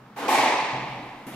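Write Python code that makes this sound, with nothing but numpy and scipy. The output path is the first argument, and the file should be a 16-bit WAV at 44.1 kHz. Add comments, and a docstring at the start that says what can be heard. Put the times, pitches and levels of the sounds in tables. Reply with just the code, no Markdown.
"""A squash drive, heard from behind the glass back wall: the racket hits the ball, the ball smacks the front
wall, and the hard court swells with echoes and rings on. The stroke and the strongest wall returns carry the
ball's hollow pop. Clothing rustles, feet boom and scuff on the sprung wooden floor, and a lighter tap of the
ball follows, all over the murmur of the hall's ventilation. Hits are shaped noise with the court's decay; the
pop, the court's resonances and the floor's boom are damped sines."""
import sys
import numpy as np
from scipy import signal
from scipy.fft import rfft, irfft, next_fast_len
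from scipy.io import wavfile
from scipy.ndimage import map_coordinates

SR = 44100
rng = np.random.default_rng(int(sys.argv[2]) if len(sys.argv) > 2 else 0)


def to_wav(s):
    """Save 16-bit WAV."""
    ch = np.atleast_2d(s).T  # columns
    pcm = np.round(np.clip(ch, -1, 1) * 32767)  # PCM
    wavfile.write(sys.argv[1], SR, pcm.astype(np.int16))


N = 59535
RACKET_S, WALL_S, TAP_S = 0.16, 0.28, 1.266

# reverb time of the court (frequency [Hz], t60 [s])
COURT_T60 = [(100, 2.6), (250, 1.4), (450, 1.87), (850, 1.84), (2200, 1.756), (3800, 1.69), (5500, 1.33),
             (8000, 1), (11000, 0.72), (15000, 0.44)]


def amp(db):
    """Decibels to gain."""
    return 10 ** (np.asarray(db) / 20)


def along(points, hz):
    """Read (frequency, value) points on a log frequency axis."""
    freqs, values = np.transpose(points)
    return np.interp(np.log(hz + 1), np.log(freqs + 1), values)


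def filtered(x, response):
    """Filter x by a gain given as a function of frequency."""
    size = next_fast_len(N + 8192)
    return irfft(rfft(x, size) * response(np.fft.rfftfreq(size, 1 / SR)), size)[..., :N]


def since(start):
    """Seconds since start, zero before."""
    return np.maximum(np.arange(N) / SR - start, 0)


def rise(t, attack_s):
    """Exponential attack from 0 towards 1."""
    return 1 - np.exp(-t / attack_s)


def damped_sine(t, hz, db, t60, phase=0):
    """One mode, falling 60 dB in t60 seconds."""
    return amp(db - 60 * t / t60) * np.sin(2 * np.pi * hz * t + phase)


def flutter(rate):
    """A smooth random curve, rate knots a second."""
    return map_coordinates(rng.standard_normal(4096), [np.arange(N) * rate / SR], mode="mirror")


def diffuse(spectrum):
    """Noise from all sides at two close microphones, rms 1: centred lows, wide highs."""
    # likeness of left and right (frequency [Hz], correlation [0-1])
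    likeness = [(200, 1), (380, .978), (700, .9), (1400, .73), (2800, .4), (5500, .2), (12000, .05)]

    def mid_side_gains(hz):
        width = np.arccos(along(likeness, hz)) / 2
        return amp(along(spectrum, hz)) * np.array([np.cos(width), np.sin(width)])

    mid, side = filtered(rng.standard_normal((2, N)), mid_side_gains)
    pair = np.array([mid + side, mid - side])
    return pair / np.sqrt(np.mean(pair ** 2))


def court_hit(start, spectrum, early, attack_s, t60_scale):
    """A hit in the court: the early share of power comes at once, echoes build, treble dies first."""
    # how fast echoes fill the court (frequency [Hz], time constant [s])
    fill_times = [(250, 0.064), (850, 0.074), (2200, 0.092), (5000, 0.077), (12000, 0.017)]
    hz, t, bands = signal.stft(diffuse(spectrum), SR, nperseg=512)
    age = np.maximum(t - start, 0)
    density = rise(age, along(fill_times, hz)[:, None]) ** 2.17  # grows faster than linearly at first
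    swell = np.sqrt(early + (1 - early) * density)
    decay = amp(-60 * age / (t60_scale * along(COURT_T60, hz)[:, None]))
    tail = signal.istft(bands * swell * decay, SR, nperseg=512)[1][:, :N]
    clumps = amp(0.5 * flutter(rate=450))  # the dense echoes are slightly uneven
    return tail * rise(since(start), attack_s) * clumps


def ventilation():
    """The hall's ventilation lays a steady, low murmur under the play."""
    # colour of the murmur (frequency [Hz], relative density [dB])
    murmur = [(25, -33), (50, -7), (105, -18), (130, 6.5), (165, -4), (200, 4), (300, -2.5), (520, -9),
              (900, -7.5), (1250, -7.5), (2000, -16.5), (5000, -29.5), (9000, -38.5), (15500, -38)]
    return amp(-48.5) * diffuse(murmur)


def racket():
    """The strings meet the ball; the stroke's low body arrives a little later from the walls."""
    # colour of the string hit (frequency [Hz], relative density [dB])
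    strings = [(90, -48), (130, -29), (190, -22), (280, -2), (540, -7), (650, -2.5), (870, 0.5),
               (1400, -6.5), (2200, -9.5), (4000, -17.5), (7500, -26.5), (13000, -32), (15500, -35)]
    # colour of the low body (frequency [Hz], relative density [dB])
    body = [(100, -42), (190, -17.5), (285, -1), (370, -2.5), (535, -2), (700, -19), (1400, -35),
            (6000, -70)]
    hit = amp(-24) * court_hit(RACKET_S, strings, early=0.036, attack_s=0.0048, t60_scale=1)
    thump = amp(-31) * court_hit(RACKET_S + 0.044, body, early=0.94, attack_s=0.0087, t60_scale=0.55)
    return hit + thump


def ball_pops():
    """The racket stroke and each strong wall return carry the ball's short hollow ring, slightly detuned at
    random."""
    # modes of the hollow ball (frequency [Hz], relative level [dB], t60 [s])
    modes = [(852, 2.5, 0.035), (1107, 0, 0.021), (2170, -23, 0.0077)]
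    # the pop at the racket stroke, then strong returns from the walls (time [s], level [dB])
    pops = [(.181, -25), (.288, -6), (.326, -11), (.389, -7.5), (.396, -9.5), (.487, -17), (.511, -14),
            (.587, -15)]
    out = np.zeros(N)
    for start, pop_db in pops:
        t = since(start)
        detunes = 1 + 0.018 * rng.standard_normal(len(modes))
        ring = sum(damped_sine(t, hz * detune, db, t60) for (hz, db, t60), detune in zip(modes, detunes))
        out += amp(pop_db) * ring * rise(t, attack_s=0.0048)
    return out


def front_wall():
    """The ball smacks the front wall and fills the court: the loudest hit."""
    # colour of the smack (frequency [Hz], relative density [dB])
    smack = [(100, -63), (130, -22), (205, -25.5), (250, -4.5), (400, -11), (640, -6), (760, -2),
             (870, 0.5), (1100, -5), (1420, -18), (1900, -7.5), (2350, -7), (3000, -15), (4200, -18),
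             (7000, -23), (12500, -29), (15500, -36)]
    return amp(-13.5) * court_hit(WALL_S, smack, early=0.073, attack_s=0.0014, t60_scale=0.99)


def court_resonances():
    """Narrow resonances swell after the smack, drift in phase and die with the reverb."""
    # narrow rings of the court (frequency [Hz], level [dB])
    modes = [(251, -40), (298, -35), (340, -38.5), (748, -33), (875, -25.5), (925, -38.5), (1016, -33),
             (1093, -34)]
    t = since(WALL_S)
    ring = sum(damped_sine(t, hz, db, along(COURT_T60, hz), phase=0.45 * flutter(rate=14.05))
               for hz, db in modes)
    return ring * rise(t, attack_s=0.037)


def clothing():
    """A faint, bright rustle of cloth fades in as the player walks off."""
    # colour of the rustle (frequency [Hz], relative density [dB])
    cloth = [(1000, -15), (5000, 5), (12000, -4.5), (15500, -4)]
    return amp(-65) * diffuse(cloth) * rise(since(0.56), attack_s=0.15)


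def heavy_steps():
    """Each heavy footfall thuds on the boards and sets the sprung floor booming."""
    # heavy footfalls (time [s], level [dB])
    footfalls = [(0.73, -35.5), (1.32, -39.5)]
    # modes of the sprung floor (frequency [Hz], relative level [dB], t60 [s])
    floor_modes = [(129.6, 2, 0.64), (194, -13, .4)]
    # colour of the thud (frequency [Hz], relative density [dB])
    boards = [(70, -25), (108, -20), (126, 0.5), (150, -7), (175, -10), (200, -9), (270, -22), (400, -25),
              (1000, -32), (6000, -75)]
    out = np.zeros((2, N))
    for start, step_db in footfalls:
        t = since(start)
        boom = sum(damped_sine(t, hz, db, t60) for hz, db, t60 in floor_modes) * rise(t, attack_s=0.018)
        thud = court_hit(start, boards, early=0.43, attack_s=0.004, t60_scale=0.54)
        out += amp(step_db) * (boom + thud)
    return out


def light_steps():
    """The floor gives a dull knock under each lighter footfall."""
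    # light contacts with the floor (time [s], level [dB])
    contacts = [(.762, -43), (.99, -43)]
    # colour of the knock (frequency [Hz], relative density [dB])
    knock = [(130, -14.5), (210, -5.5), (290, 3), (380, -13), (700, -17), (5000, -70)]
    return sum(amp(db) * court_hit(start, knock, early=0.48, attack_s=0.0043, t60_scale=0.71)
               for start, db in contacts)


def scuffs():
    """Soles brush the boards in bright swishes."""
    # brushes of a sole (time [s], level [dB])
    brushes = [(.868, -56), (1.018, -60), (1.318, -45.5)]
    # colour of sole on wood (frequency [Hz], relative density [dB])
    sole = [(300, -16), (1000, -5), (2500, 0.5), (3300, 3), (4500, -9), (8000, -10), (13000, -16),
            (15500, -20)]
    return sum(amp(db) * court_hit(start, sole, early=0.89, attack_s=0.0069, t60_scale=0.87)
               for start, db in brushes)


def ball_tap():
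    """A lighter, nearer tap of the ball: a bright tick over a low knock."""
    # colour of the tap (frequency [Hz], relative density [dB])
    tap = [(100, -19), (180, -9), (260, 5.5), (400, -5.5), (800, -8.5), (1500, -12), (2600, -14.5),
           (4500, -25), (8000, -25), (12500, -18), (15500, -33)]
    return amp(-37) * court_hit(TAP_S, tap, early=0.75, attack_s=0.0013, t60_scale=0.64)


def scene():
    """Play and hall air at a close microphone pair: left a touch earlier, right a touch louder."""
    # stereo balance (frequency [Hz], left minus right [dB])
    balance = [(200, 0), (600, -.5), (1200, -.9), (3000, -1), (12000, .1)]
    left_lead_s = 0.00004
    side = np.array([[1], [-1]])

    def placement(hz):
        return amp(side * along(balance, hz) / 2) * np.exp(1j * np.pi * hz * left_lead_s * side)

    ball = racket() + front_wall() + ball_pops() + court_resonances() + ball_tap()
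    player = heavy_steps() + light_steps() + scuffs() + clothing()
    return filtered(ball + player + ventilation(), placement)


def record(dry):
    """A brick-wall low-pass takes off the very top."""
    return filtered(dry, lambda hz: hz < 15600)


dry = scene()
out = record(dry)
to_wav(out)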